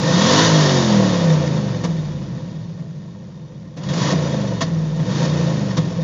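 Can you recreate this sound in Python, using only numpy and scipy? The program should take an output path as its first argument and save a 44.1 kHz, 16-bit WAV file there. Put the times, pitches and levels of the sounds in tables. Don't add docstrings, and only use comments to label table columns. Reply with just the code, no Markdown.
import sys
import numpy as np
from scipy import signal
from scipy.io import wavfile
from scipy.ndimage import uniform_filter1d

SR = 44100
rng = np.random.default_rng(int(sys.argv[2]) if len(sys.argv) > 2 else 0)


def waveform_to_disk(signal):
    frames = np.transpose(np.atleast_2d(signal))
    scaled = np.clip(frames, -1, 1) * 32767
    samples = np.round(scaled).astype(np.int16)
    wavfile.write(sys.argv[1], SR, samples)


def voltage_ratio(decibels):
    exponent = np.asarray(decibels, float) / 20
    return 10 ** exponent


N = 266011
T = np.arange(N) / SR
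FLYWHEEL_S = 0.05

# down_s, up_s, depth_db, release_s
PEDAL = [
    (-.3, 0.4, -0.47, 0.1),
    (3.767, 4.126, -0.6, 0.0066),
    (4.963, 5.262, -5.5, 0.01),
]
# pitch_hz, level_db (per Hz)
HISS = [(590, -38.5), (1000, -2.5), (1370, -7.5), (1820, -8.5), (2370, -13.5), (3590, -8), (5850, -10.5),
        (6930, -11.5), (7680, -40), (8000, -44.5), (9150, -53.5), (9400, -110)]
# pitch_hz, width_hz, level_db (above the noise)
TRIM = [(511.2, 43, 11), (662, 20, 7.5), (922, 140, 6), (1089, 12, 8), (1836, 95, 8), (2960, 17, 10),
        (3332, 17, 12.5), (3672, 61, 9.5), (3732, 13, 0), (4367, 34, 8), (4830, 57, 6), (5450, 37, 6.5),
        (5900, 73, 7), (7150, 25, 8)]


def evened(x):
    return x / np.sqrt(np.mean(x ** 2) + 1e-20)


def read(points, hz):
    f, db = np.transpose(points)
    return np.interp(np.log(hz + 1), np.log(f + 1), db, left=-70, right=-125)


def colour(x, points, rings=()):
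    hz = np.fft.rfftfreq(16384, 1 / SR)
    db = read(points, hz)
    for at_hz, width_hz, ring_db in rings:
        db = db + ring_db / (1 + (2 * (hz - at_hz) / width_hz) ** 2)
    log_gain = np.log(voltage_ratio(np.r_[db, db[-2:0:-1]]))
    response = np.fft.ifft(np.exp(np.conj(signal.hilbert(log_gain)))).real
    taps = response[:6000] * np.hanning(12000)[6000:]
    return signal.oaconvolve(x, taps)[:len(x)]


def wander(size):
    steps = rng.standard_normal(N // size * 4 + 8)
    smooth = evened(np.convolve(steps, np.hanning(9), "same"))
    return np.interp(np.arange(N) * 4 / size, np.arange(len(steps)), smooth)


def summed(*levels_db):
    return 10 * np.log10(sum(voltage_ratio(db) ** 2 for db in levels_db) + 1e-14)


def law(cycle_hz, middle_db, db_per_doubling):
    return middle_db + db_per_doubling * np.log2(cycle_hz / 30)


def crank():
    # time_s, speed_hz (engine cycles per s)
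    speed = [(0, 22.5), (.21, 39.6), (.34, 50), (.44, 56), (.6, 51.1), (1.33, 31.4), (1.81, 22),
             (2.3, 16.2), (2.9, 12.8), (3.75, 11.3), (4.05, 26.4), (4.14, 31), (4.65, 21.1), (4.95, 18.9),
             (5.09, 23.1), (5.3, 30.9), (5.77, 23), (6.03, 20.2)]
    s, hz = np.transpose(speed)
    glide = np.interp(T, s, np.log(hz))
    return np.exp(uniform_filter1d(glide, round(FLYWHEEL_S * SR), mode="nearest"))


def pedal():
    press_s, tip_in = 0.21, 0.22
    hush_depth_db, hush_s = -2.5, 0.073
    opening, hush_db = np.zeros((2, N))
    for down, up, depth_db, release in PEDAL:
        stroke = tip_in + (1 - tip_in) * np.clip((T - down) / press_s, 0, 1) ** 2
        closing = np.exp(-np.maximum(T - up, 0) / release)
        opening += voltage_ratio(depth_db) * (T > down) * stroke * closing
        hush_db += hush_depth_db * np.exp(-((T - up - release) / hush_s - .5) ** 2 * 2)
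    return opening, hush_db


def fuelled():
    fuel_back = [
        1.84,
        4.611,
        5.768,
    ]
    since = np.min([np.where(T >= s, T - s, np.inf) for s in fuel_back], axis=0)
    lifted = np.min([np.where(T >= up, T - up, np.inf) for _, up, *_ in PEDAL], axis=0)
    relit = uniform_filter1d(1. * (since < lifted), round(FLYWHEEL_S * SR))
    return np.minimum(since, 9), relit


def hollows(hz):
    # pitch_hz, width_hz, level_db
    hollow_rings = [(55, 19, -5), (88, 16, -6.5), (115.5, 23, -0.5), (138, 19, 0), (158.4, 22, 8),
                    (197.2, 28.7, 3.5), (289, 43, -7), (360, 74, -4.5)]
    gains_db = []
    for at_hz, width_hz, db in hollow_rings:
        gains_db.append(db - 20 * np.log10(1 + (2 * (hz - at_hz) / width_hz) ** 2))
    return summed(*gains_db)


def orders(cycle_hz, opening, hush_db, relit):
    # pitch_hz, level_db
    loaded_beat = [(40, -28), (75, -19), (112, -0.5), (180, 6), (230, -5.5), (262, -8.5), (300, -26),
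                   (460, -13.5)]
    # pitch_hz, level_db
    loaded_firing = [(60, -28), (120, -3.5), (165, 5), (190, 3), (215, -11), (245, -17), (300, -17.5),
                     (460, -17)]
    free_levels = [-3.5, 1.5, 0.06]
    loaded_levels = [-13.5, 0.2, 2.8]
    relit_levels = [-1.5, -2.5, 2]
    hush_shares = [.2, 1, 1.5]
    load_bends = [0.81, 0.7, .25]
    spectra = (loaded_beat, loaded_beat, loaded_firing)
    rows = zip((3, 5, 8), spectra, free_levels, loaded_levels, relit_levels, hush_shares, load_bends)
    out = []
    for k, spectrum, db, on_db, relit_db, share, bend in rows:
        load = np.clip(opening, 0, 1) ** bend
        free_db = db + hollows(k * cycle_hz) + relit * relit_db
        loaded_db = on_db + read(spectrum, k * cycle_hz)
        out.append((1 - load) * free_db + load * loaded_db + share * hush_db)
    return out


def tone(turns, db, sway_db):
    start = rng.random()
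    strength = np.sqrt(2) * voltage_ratio(db + sway_db * wander(size=1500))
    phase_sway = .1 * sway_db * wander(size=1500)
    return strength * np.cos(2 * np.pi * (turns + start) + phase_sway)


def drone(turns, levels_db):
    return sum(tone(k * turns, db, sway_db=.7) for k, db in zip((3, 5, 8), levels_db))


def misfire(turns, cycle_hz, level_db):
    # pitch_hz, level_db
    cabin = [(45, -28.5), (60, -27), (85, -21.5), (112, -15), (160, 1.5), (200, -8), (250, -16.5),
             (320, -12), (400, -21), (510, -15), (580, -21.5), (660, -14.5), (790, -26.5), (1000, -17.5)]
    minor_levels = [-8, -0.5, -5.5, 2, -5, -2, -3.5, 0.8, -2.2, -1, -2, -5, -3, -2.6, -2, -5.5, -4.5, -7,
                    -7]
    minor_orders = [k for k in range(1, 23) if k not in (3, 5, 8)]
    dent = np.zeros(N)
    for k, db in zip(minor_orders, minor_levels):
        dent += tone(k * turns, level_db + db + read(cabin, k * cycle_hz), sway_db=2.2)
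    return dent


def ragged(cycle_hz, opening, since, relit):
    coasting_db = law(cycle_hz, -33, 3.9)
    pushed_db = law(cycle_hz, -26.5, -1) + 10 * np.log10(opening + 1e-9)
    fade_db = 4 * since
    relit_db = law(cycle_hz, -30, 0.1) - fade_db + 20 * np.log10(abs(relit) + 1e-9)
    return summed(coasting_db, pushed_db, relit_db)


def thump(turns, cycle_hz, ragged_db):
    # pitch_hz, level_db
    cabin_boom = [(15, -93.5), (25, -61.5), (81, -21), (104, -10.5), (157, -2), (208, -8), (229, -18),
                  (279, -28), (316, -18), (354, -24.5), (501, -28), (592, -31), (700, -44), (910, -55.5),
                  (1540, -120)]
    fires = np.diff(np.floor(8 * turns), prepend=0) > 0
    excess = rng.choice([-1, 1], N) * rng.uniform(.5, 1.3, N)
    uneven = fires * excess / np.sqrt(cycle_hz)
    return voltage_ratio(ragged_db) * evened(colour(uneven, cabin_boom))


def rattling(noise, points):
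    plain = colour(noise, points)
    ringing = colour(noise, points, TRIM) - plain
    return evened(plain + voltage_ratio(3.5 * wander(size=500)) * ringing)


def air(turns, roar_db, hiss_db):
    # pitch_hz, level_db (per Hz)
    roar_colour = [(150, -44), (250, -4), (330, -8.5), (400, -11), (500, -8), (575, -7), (740, -15.5),
                   (1050, -18.5), (1500, -24.5), (1900, -25), (2500, -25), (3300, -34.5), (5000, -110)]
    firing = np.sin(np.pi * (8 * turns % 1) ** .6) ** 2
    strength = voltage_ratio(2.5 * rng.standard_normal(N // 50))[np.floor(8 * turns).astype(int)]
    puffs = firing * strength
    gusts = voltage_ratio(0.23 * wander(size=1200))
    roar = rattling(rng.standard_normal(N) * (1 + .4 * puffs) * gusts, roar_colour)
    hiss = rattling(rng.standard_normal(N) * (1 + .45 * puffs) * gusts, HISS)
    return voltage_ratio(roar_db - 0.5) * roar + voltage_ratio(hiss_db) * hiss


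def tailpipe():
    # pitch_hz, width_hz, level_db
    pipe_rings = [(225, 58, 3), (288, 60, 6), (496, 70, -1.5), (659, 49, -2.5), (1010, 180, -4.5),
                  (1810, 250, -8)]
    t = T[:2000]
    ring = np.zeros(len(t))
    for hz, width_hz, db in pipe_rings:
        decay = np.exp(-np.pi * width_hz * t)
        ring += voltage_ratio(db) * np.sqrt(width_hz) * decay * np.sin(2 * np.pi * hz * t)
    ring = signal.lfilter(*signal.butter(3, 170, "high", fs=SR), ring)
    return ring / np.linalg.norm(ring)


def pops():
    # start_s, crack_db, bark_db, boom_db, length_s
    bursts = [(1.836, -21.5, -15.5, -35, 0.025), (2.785, -48, -35, -19, 0.018),
              (2.955, -55, -43, -20.5, 0.011), (3.516, -53, -36, -29, 0.0074), (3.646, -54, -35, -29, 0.01),
              (3.767, -34, -31, -43, 0.027), (3.832, -25.5, -36, -40, 0.0072),
              (3.885, -25, -33.5, -10, .03), (3.932, -22, -21, -26, 0.015), (4.126, -23, -12, -9, 0.01),
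              (4.606, -13.5, -14, -9.5, 0.03), (4.991, -44, -26, -7, 0.03),
              (5.768, -17, -18.5, -4.5, 0.021)]
    crack, bark, boom = np.zeros((3, N))
    for start, crack_db, bark_db, boom_db, length in bursts:
        age = np.maximum(T - start, 0)
        rise = 1 - np.exp(-age / 0.0047)
        burst = rise * (np.exp(-(age / length) ** 4) + 0.99 * np.exp(-age / 0.025))
        crack += voltage_ratio(crack_db) * burst
        bark += voltage_ratio(bark_db) * burst
        late = np.maximum(age - .012, 0)
        swings = (1 - np.exp(-late / .004)) * np.exp(-(late / .034) ** 3)
        boom += voltage_ratio(boom_db - 4.5) * swings * np.sin(2 * np.pi * 156 * late)
    noise = rng.standard_normal((2, N))
    cracks = crack * evened(colour(noise[0], HISS, TRIM))
    barks = signal.oaconvolve(bark * noise[1], tailpipe())[:N]
    return voltage_ratio(-11.5) * cracks + voltage_ratio(-6.5) * barks + boom


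def scene():
    cycle_hz = crank()
    opening, hush_db = pedal()
    since, relit = fuelled()
    turns = np.cumsum(cycle_hz) / SR
    open_db = 20 * np.log10(opening + 1e-9)
    idle = 1 / (1 + np.exp(np.clip((cycle_hz - 14.03) / .3, -50, 50)))
    quiet_db = hush_db - idle

    exhaust_db = law(cycle_hz, -23.5, 11.7) + 1 * opening - 9.5 * idle
    levels_db = [exhaust_db + db for db in orders(cycle_hz, opening, hush_db, relit)]
    exhaust = drone(turns, levels_db) + misfire(turns, cycle_hz, exhaust_db)
    exhaust += thump(turns, cycle_hz, ragged(cycle_hz, opening, since, relit))

    rumble_db = law(np.minimum(cycle_hz, 31.9), -25, 16.8) + quiet_db
    roar_db = summed(rumble_db, law(cycle_hz, -24.5, 1.2) + open_db)
    valves_db = law(cycle_hz, -33, 16.43) + quiet_db
    hiss_db = summed(valves_db, law(cycle_hz, -24.5, 8.9) + open_db)
    return (exhaust + air(turns, roar_db, hiss_db) + pops())[None]


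def low_pass(x):
    return signal.sosfilt(signal.butter(12, 15900, fs=SR, output="sos"), x)


def record(dry):
    # time_s, level_db
    overloads = [(0.335, -52.5), (0.4024, -74.5), (0.41, -51), (0.4408, -36), (0.4423, -43.5), (0.495, -45),
                 (0.545, -46.5), (0.5464, -41), (0.8618, -44)]
    thin = signal.lfilter(*signal.butter(2, 38, "high", fs=SR), dry)
    rounded = thin / (1 + (thin / .8) ** 6) ** (1 / 6)
    lowpass = signal.firwin(401, 9250, window=("kaiser", 9), fs=SR)
    rounded = signal.oaconvolve(rounded, lowpass[None], "same")
    s, tick_db = np.transpose(overloads)
    ticks = np.zeros(N)
    ticks[np.round((s + .001) * SR).astype(int)] = -voltage_ratio(tick_db + 13)
    return low_pass(rounded + ticks)


dry = scene()
out = record(dry)
waveform_to_disk(out)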